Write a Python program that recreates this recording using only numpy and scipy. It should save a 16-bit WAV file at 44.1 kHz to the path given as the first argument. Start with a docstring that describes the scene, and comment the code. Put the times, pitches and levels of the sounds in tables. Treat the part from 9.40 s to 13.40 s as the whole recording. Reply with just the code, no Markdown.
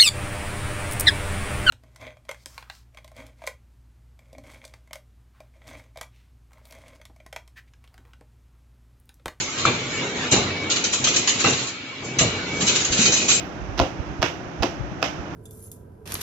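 """A wire bending machine works in a reverberant workshop, its drives rumbling over the steady hall noise.
It opens with two light slaps of the long steel wire on the sheet-steel table. The bending head clunks as
it shifts at 0.25 and 0.9 s, and a servo whines between the moves. From 1.3 s the wire slaps and chatters,
and the head clunks again at 2 and 2.8 s. From 3.2 s the frame jolts under a last flurry of slaps,
then the wire skids over the table, ringing freely."""
import sys
import numpy as np
from scipy import signal
from scipy.fft import rfft, irfft, next_fast_len
from scipy.io import wavfile
from scipy.ndimage import uniform_filter1d, map_coordinates

SR = 44100
rng = np.random.default_rng(int(sys.argv[2]) if len(sys.argv) > 2 else 0)


def materialize(psi):
    """Save the field psi as 16-bit PCM at rate SR to the path in sys.argv[1].

    A 1-D psi becomes a single channel; in a 2-D psi each row is a channel.
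    """
    bounded = np.clip(np.atleast_2d(psi).T, -1, 1)
    quanta = np.round(bounded * 32767).astype(np.int16)
    wavfile.write(sys.argv[1], SR, quanta)


N = 176400

# Stereo image, tight lows and wide highs: f/Hz, left-right correlation
STEREO_IMAGE = [(30, .9), (100, .975), (300, .97), (520, .92), (650, .45), (820, .2), (1150, .45),
                (1800, 0), (2500, .2), (4000, .06), (6000, .03), (7500, .15)]
# Reverb decay: f/Hz, t60/s
REVERB_DECAY = [(100, 0.44), (1000, 0.72), (4000, 0.84), (8000, 0.31)]
# Tone of the hall, the drives and the gears: f/Hz, level/dB
HALL_EQ = [(25, -19), (60, -15.5), (125, 10.5), (190, -1.5), (265, 10), (400, -3.5), (800, -4), (1500, -10),
           (2300, -4), (3200, -1), (4100, -17), (5000, -18), (7500, -46.5)]
RUMBLE_EQ = [(25, -34.5), (45, -27), (75, -23.5), (115, -2), (170, -1), (250, -1), (330, 0.5), (430, -1.5),
             (600, -7), (900, -11), (2000, -36)]
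WHIRR_EQ = [(200, -13), (600, -8), (900, -3), (1300, -0.5), (1850, -0.5), (2400, 1.5), (3400, -3),
            (4100, -1.5), (4700, -7.5), (7500, -14.5)]
# Cabinet panels droning with the drives: f/Hz, level/dB relative to the rumble
PANEL_MODES = [(62, -21), (93, -13), (127, -13.5), (240, -13), (410, -14)]
# Fader rides for drive rumble, gear whirr, high hiss and servo whine: t/s, level/dB
RUMBLE_FADER = [(0, -36), (.14, -45), (.2, -33), (.48, -35), (.6, -31.5), (.73, -34), (.86, -31.5),
                (1.25, -32), (1.52, -37), (1.7, -31), (1.92, -35.5), (2.02, -32), (2.2, -36), (2.36, -45),
                (2.56, -50), (2.66, -35), (2.95, -31), (3.05, -33.5), (3.27, -28), (3.44, -33),
                (3.65, -29.5), (4, -33.5)]
WHIRR_FADER = [(0, -29), (.12, -33), (.2, -28.5), (.48, -32.5), (.6, -27), (.72, -30.5), (.82, -27.5),
               (1.25, -31.5), (1.9, -31), (2.2, -32.5), (2.35, -37.5), (2.6, -37.5), (2.75, -36),
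               (2.92, -31), (3.1, -31.5), (3.3, -30), (3.65, -29), (4, -42.5)]
HISS_FADER = [(0, -32), (.22, -36.5), (.48, -40.5), (.58, -35), (.73, -42.5), (.79, -36), (1.15, -57),
              (1.6, -34.5), (2.25, -34), (2.4, -56), (2.62, -55.5), (2.65, -38), (2.75, -48.5),
              (3.1, -45.5), (3.25, -30), (4, -31.5)]
WHINE_FADER = [(0, -44), (.2, -50), (.37, -45), (.45, -37.5), (.53, -48), (.6, -33.5), (.66, -48),
               (.72, -40), (.78, -46), (1.09, -43), (1.13, -37), (1.22, -33.5), (1.285, -36), (1.31, -50),
               (2.32, -51), (2.37, -42), (2.42, -49), (2.5, -39), (2.55, -49), (2.6, -44), (3.09, -42),
               (3.12, -32.5), (3.17, -29.5), (3.195, -32), (3.215, -43), (3.32, -38), (3.4, -48), (4, -43)]
# Head and feed drive jolting the frame: t/s, level/dB, f/Hz
JOLT_CUES = [(0.925, -21.5, 286.5), (2.811, -23.5, 622), (3.226, -24, 178.6), (3.5, -25.5, 90),
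             (3.587, -19, 253), (3.622, -23.5, 241), (3.686, -29.5, 279.7)]
# Knocks and pings of the tooling: t/s, level/dB, f/Hz, t60/s
KNOCK_CUES = [(0.2522, -4, 1264, .009), (0.257, -22, 4150, .1), (2.0465, -14, 1264, .009),
              (2.7855, -15, 5980, .035), (3.412, -20, 6700, .02)]
# Head clunks: t/s, thud/dB, clank/dB, clash/dB, thud and boom delay/s, metal attack/s, boom/dB
CLUNK_CUES = [(0.25, -22, -20.5, -26, .002, 0.0046, -50), (0.91, -21, -20, -11.5, 0.0093, 0.017, -26.5),
              (0.957, -33.5, -31, -28, .004, .008, -35.5), (2.04, -19.5, -18, -23.5, 0.0034, 0.0027, -52),
              (2.786, -20.5, -20.5, -13.5, 0.02, 0.0046, -30)]
# The four layers of a clunk, dark to bright: f/Hz, level/dB
BOOM_EQ = [(25, -35), (40, -21), (60, 2.5), (76, -8.5), (93, 3), (110, 2.5), (140, -23), (400, -44.5)]
THUD_EQ = [(25, -26.5), (60, -47), (95, -1.5), (150, -0.5), (230, -6), (380, -4), (600, -8), (1000, -15.5),
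           (2500, -40.5)]
CLANK_EQ = [(300, -22.5), (700, -3.5), (1200, 3), (1900, 0), (2600, 7.5), (3400, -1.5), (4100, 7),
            (4800, -11.5), (8000, -25.5)]
CLASH_EQ = [(1500, -26.5), (2900, 3), (4000, -8), (5000, 3), (6200, 7.5), (7300, 13), (8000, -19.5)]
# Body and sheen of the steel table: f/Hz, level/dB
TABLE_BODY_EQ = [(200, -32.5), (450, -2.5), (850, -10.5), (1250, -2), (1900, -3.5), (2500, 1), (3000, 4.5),
                 (3450, 0.5), (3950, 6.5), (4800, 0.5), (5600, -28.5), (7000, -26)]
TABLE_TREBLE_EQ = [(3500, -39), (5000, 8), (5600, 9.5), (6100, 12), (6900, 15), (7450, 13), (8200, -29.5)]
# Ringing modes of the wire: f/Hz, relative level/dB
WIRE_MODES = [(2186, -7), (2460, 0), (2507, 5.5), (2724, -4), (3004, -3), (3180, -7), (3811, -5),
              (3951, -3), (4240, -5), (4305, -3), (5020, -3), (5776, 0), (5990, 2), (6105, 0), (6412, -2),
              (6535, 0), (6805, -1), (6928, 3), (7189, 2), (7386, 2)]
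# The wire slapping and skidding on the table: t/s, level/dB, chatter length/s, treble lift/dB, attack/s
SLAP_CUES = [(0.001, -26.5, 0.01, -5.5, 0.0026), (0.178, -27, 0.027, -5, 0.0072),
             (1.3, -21.5, .024, -0.5, 0.0015), (1.359, -21.5, .012, -2, 0.0035),
             (1.44, -20, 0.009, 0.5, 0.0014), (1.524, -19.5, 0.016, 1, 0.012),
             (1.641, -16.5, 0.008, 0, 0.004), (1.672, -16.5, 0.0088, -3, 0.0013),
             (1.73, -22.5, 0.018, -4.5, 0.0097), (1.762, -18.5, 0.0059, 2.5, 0.0029),
             (1.874, -16, 0.0088, -4, .002), (1.893, -23, .012, 0, .004), (1.987, -20, 0.022, -0.5, 0.021),
             (2.074, -31, 0.033, 9, 0.005), (2.127, -26, 0.0094, -0.5, 0.0041),
             (2.175, -30, 0.023, -4.5, 0.0049), (2.216, -31, 0.015, -13, 0.0039),
             (2.269, -31.5, 0.02, -1, 0.0034), (3.202, -21, 0.019, -2, 0.011),
             (3.264, -23.5, 0.018, 4, 0.0057), (3.275, -17.5, 0.023, -4, 0.0042),
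             (3.344, -20.5, 0.018, -1, 0.017), (3.358, -22, 0.006, -2, 0.004),
             (3.402, -25, 0.004, -1, .002), (3.443, -27.5, 0.014, 4.5, 0.0065),
             (3.521, -20.5, 0.016, -1, 0.0042)]
SKID_CUES = [(3.565, -21.5, 0.04, -1, 0.015), (3.611, -22.5, 0.018, 4.5, 0.004),
             (3.651, -17, 0.013, 0.5, 0.0051), (3.72, -22, 0.022, 4, 0.0022),
             (3.759, -22.5, 0.015, 0, .006), (3.803, -26.5, 0.021, -3, 0.008),
             (3.88, -18.5, 0.024, 4.5, 0.0078), (3.911, -20, 0.015, -3.5, 0.006),
             (3.938, -25, 0.011, 1.5, .004)]


def amp(db):
    """Decibels to gain."""
    return 10 ** (np.asarray(db) / 20)


def unit(x):
    """Scale to rms 1."""
    return x / np.sqrt(np.mean(x ** 2) + 1e-20)


def along(points, hz):
    """Read a curve of (f/Hz, value) points on a log frequency axis."""
    freqs, values = np.transpose(points)
    return np.interp(np.log(hz + 1), np.log(freqs + 1), values)


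def fader(rows):
    """Gain per sample from (t/s, level/dB) rows."""
    return amp(np.interp(np.arange(N) / SR, *np.transpose(rows)))


def wobble(rate):
    """A smooth random modulator with `rate` knots a second."""
    return map_coordinates(rng.standard_normal(int(N * rate / SR) + 4), [np.arange(N) * rate / SR])


def burst(start, attack, hold, t60):
    """Hit envelope, in seconds: a linear attack, and an exponential release from start + hold."""
    envelope, first = np.zeros(N), max(int(start * SR), 0)
    t = np.arange(first, min(N, first + int((hold + 1.2 * t60) * SR))) / SR - start
    envelope[first:first + len(t)] = np.clip(t / attack, 0, 1) * amp(-60 * np.maximum(t - hold, 0) / t60)
    return envelope


def coloured(pair, eq):
    """EQ two unrelated signals and mix them as mid and side into stereo of rms 1."""
    hz = np.fft.rfftfreq(N, 1 / SR)
    width = np.arccos(np.clip(along(STEREO_IMAGE, hz), -1, 1)) / 2
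    mid, side = irfft(rfft(pair) * amp(along(eq, hz)) * [np.cos(width), np.sin(width)], N)
    return unit(np.array([mid + side, mid - side]))


def noise(eq):
    """Smooth stereo noise through an EQ curve."""
    return coloured(rng.standard_normal((2, N)), eq)


def steel_wash(depth_db=7.5):
    """The steel's dense resonances come and go as the contact point moves."""
    spectra = signal.stft(rng.standard_normal((2, N)), nperseg=1024)[2]
    shared = rng.standard_normal(spectra.shape[1:])
    patches = shared + 0.52 * rng.standard_normal(spectra.shape)
    patches = uniform_filter1d(patches, size=3, axis=1)  # smear in frequency
    patches = uniform_filter1d(patches, size=4, axis=2)  # smear in time
    emphasis = amp(depth_db * np.minimum(unit(patches), 1.4))
    return signal.istft(spectra * emphasis, nperseg=1024)[1][:, :N]


def chatter(eq, contacts_per_s=1200, direct_share=0.15):
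    """Tiny metal contacts, blended with the resonant wash they leave in the steel."""
    sizes = np.exp(0.18 * rng.standard_normal(N))
    touching = rng.random(N) < contacts_per_s / SR
    contacts = unit(sizes * touching * rng.standard_normal((2, N)))
    return coloured(np.sqrt(direct_share) * contacts + np.sqrt(1 - direct_share) * unit(steel_wash()), eq)


def hall_tone(level_db=-40):
    """The steady noise bed of the hall."""
    return amp(level_db) * noise(HALL_EQ)


def hall_reverb(sound):
    """The hall's diffuse tail, lingering longest in the upper mids."""
    hz, t, spectra = signal.stft(rng.standard_normal((2, SR)), SR, nperseg=256)
    decay = amp(-60 * t / along(REVERB_DECAY, hz)[:, None])
    tail = signal.istft(spectra * decay, SR, nperseg=256)[1]
    return signal.fftconvolve(sound, tail / np.linalg.norm(tail[0]), axes=1)[:, :N]


def panels(width_hz=14):
    """Cabinet panels, shaken at random, drone in narrow bands."""
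    t = np.arange(N) / SR
    drone = 0
    for hz, db in PANEL_MODES:
        shake = wobble(width_hz) + 1j * wobble(width_hz)
        drone += amp(db) * unit(np.real(shake * np.exp(2j * np.pi * hz * t)))
    return drone


def drives():
    """Rumble, gear whirr and a high hiss swell and sink with the moves."""
    rumble = fader(RUMBLE_FADER) * amp(1.2 * wobble(23.93)) * (noise(RUMBLE_EQ) + panels())
    whirr = fader(WHIRR_FADER) * amp(0.27 * wobble(24.44)) * chatter(WHIRR_EQ)
    hiss = fader(HISS_FADER) * amp(0.62 * wobble(21)) * chatter(TABLE_TREBLE_EQ)
    return rumble + whirr + hiss


def servo(pitch_hz=2266, wander_hz=4, flutter_db=2.2):
    """A slightly unsteady whine that flutters differently left and right."""
    phase = 2 * np.pi * np.cumsum(pitch_hz + wander_hz * wobble(40)) / SR
    flutter = amp(flutter_db * np.array([wobble(16), wobble(23)]))
    return fader(WHINE_FADER) * flutter * unit(np.sin(phase))


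def frame_jolts(jitter_hz=31):
    """The jolted frame gives short booms, roughened by fast pitch jitter."""
    jitter = jitter_hz * wobble(150)
    booms = 0
    for start, db, hz in JOLT_CUES:
        tone = unit(np.sin(2 * np.pi * np.cumsum(hz + jitter) / SR))
        booms += amp(db) * burst(start, attack=0.0059, hold=0.0061, t60=0.17) * tone
    return booms


def tooling_knocks(attack_s=.0014):
    """Each sharp knock picks out one strongly damped mode of the tooling."""
    t = np.arange(N) / SR
    return sum(amp(db) * burst(start, attack_s, 2 * attack_s, t60) * np.sin(2 * np.pi * hz * (t - start))
               for start, db, hz, t60 in KNOCK_CUES)


def bending_head():
    """Each shift thuds in the frame and clanks in the tooling; the heaviest also boom in the cabinet."""
    thud = boom = clank = clash = 0
    for start, thud_db, clank_db, clash_db, delay, attack, boom_db in CLUNK_CUES:
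        weight = burst(start + delay, attack=0.0018, hold=0.03, t60=0.37)
        thud += amp(thud_db) * weight
        boom += amp(boom_db) * weight
        clank += amp(clank_db) * burst(start, attack, hold=0.033, t60=0.2)
        clash += amp(clash_db) * burst(start, attack, hold=0.0042, t60=0.2)
    low_end = thud * noise(THUD_EQ) + boom * noise(BOOM_EQ)
    metal = clank * chatter(CLANK_EQ) + clash * chatter(CLASH_EQ)
    return low_end, metal


def wire_ticks(trim_db=-1, soften_above_s=0.0049):
    """The hard first contact of each slap; slower attacks tick less."""
    envelope = 0
    for start, db, _, lift_db, attack in SLAP_CUES:
        gain = amp(db + lift_db + trim_db) * min(1, soften_above_s / attack)
        envelope += gain * burst(start, attack=0.00073, hold=0.00087, t60=0.021)
    return envelope * noise(CLASH_EQ)


def wire_ring(force, start, t60=0.16, scatter_db=3.5, detune=.0015):
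    """One touch rings the swinging wire, with its own balance and tuning of the modes."""
    t, first = np.arange(SR // 5) / SR, max(int(start * SR), 0)
    modes = 0
    for hz, db in WIRE_MODES:
        gain = amp(db + rng.normal(0, scatter_db))
        modes += gain * np.sin(2 * np.pi * hz * rng.normal(1, detune) * t)
    modes *= amp(-60 * t / t60)
    push = np.pad(force, (0, SR))[first:first + len(t)] * rng.standard_normal((2, len(t)))
    ring = signal.fftconvolve(push, [modes / np.linalg.norm(modes)], axes=1)
    return np.pad(ring, ((0, 0), (first, N)))[:, :N]


def wire_on_table(cues, t60, ring_db, body_db=-2, treble_db=-1.5):
    """Chattering contacts sound the table top and set the wire ringing."""
    body_power = treble_power = ring = 0
    for start, db, length, lift_db, attack in cues:
        force = amp(db) * burst(start, attack, length, t60)
        body_power += force ** 2
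        treble_power += (force * amp(lift_db)) ** 2
        ring += wire_ring(force, start)
    body = amp(body_db) * np.sqrt(body_power) * chatter(TABLE_BODY_EQ)
    treble = amp(treble_db) * np.sqrt(treble_power) * chatter(TABLE_TREBLE_EQ)
    return body + treble + amp(ring_db) * ring


def scene():
    """The mix: only the head's clanks and the wire on the table feed the reverb."""
    thuds, clanks = bending_head()
    ticks = wire_ticks()
    slaps = wire_on_table(SLAP_CUES, t60=0.13, ring_db=-6)
    skids = wire_on_table(SKID_CUES, t60=0.14, ring_db=1.5)
    metal = clanks + ticks + slaps + skids
    reverb = amp(-6.5) * hall_reverb(metal)
    return thuds + metal + reverb + tooling_knocks() + frame_jolts() + servo() + drives() + hall_tone()


def record(dry):
    """Master chain: a soft clip rounds the highest peaks, then a brick-wall low-pass cuts the top."""
    ceiling, cutoff_hz = .85, 7580
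    rounded = dry / (1 + (dry / ceiling) ** 6) ** (1 / 6)
    size = next_fast_len(N + SR // 2)
    passband = np.fft.rfftfreq(size, 1 / SR) < cutoff_hz
    return irfft(rfft(rounded, size) * passband, size)[:, :N]


dry = scene()
out = record(dry)
materialize(out)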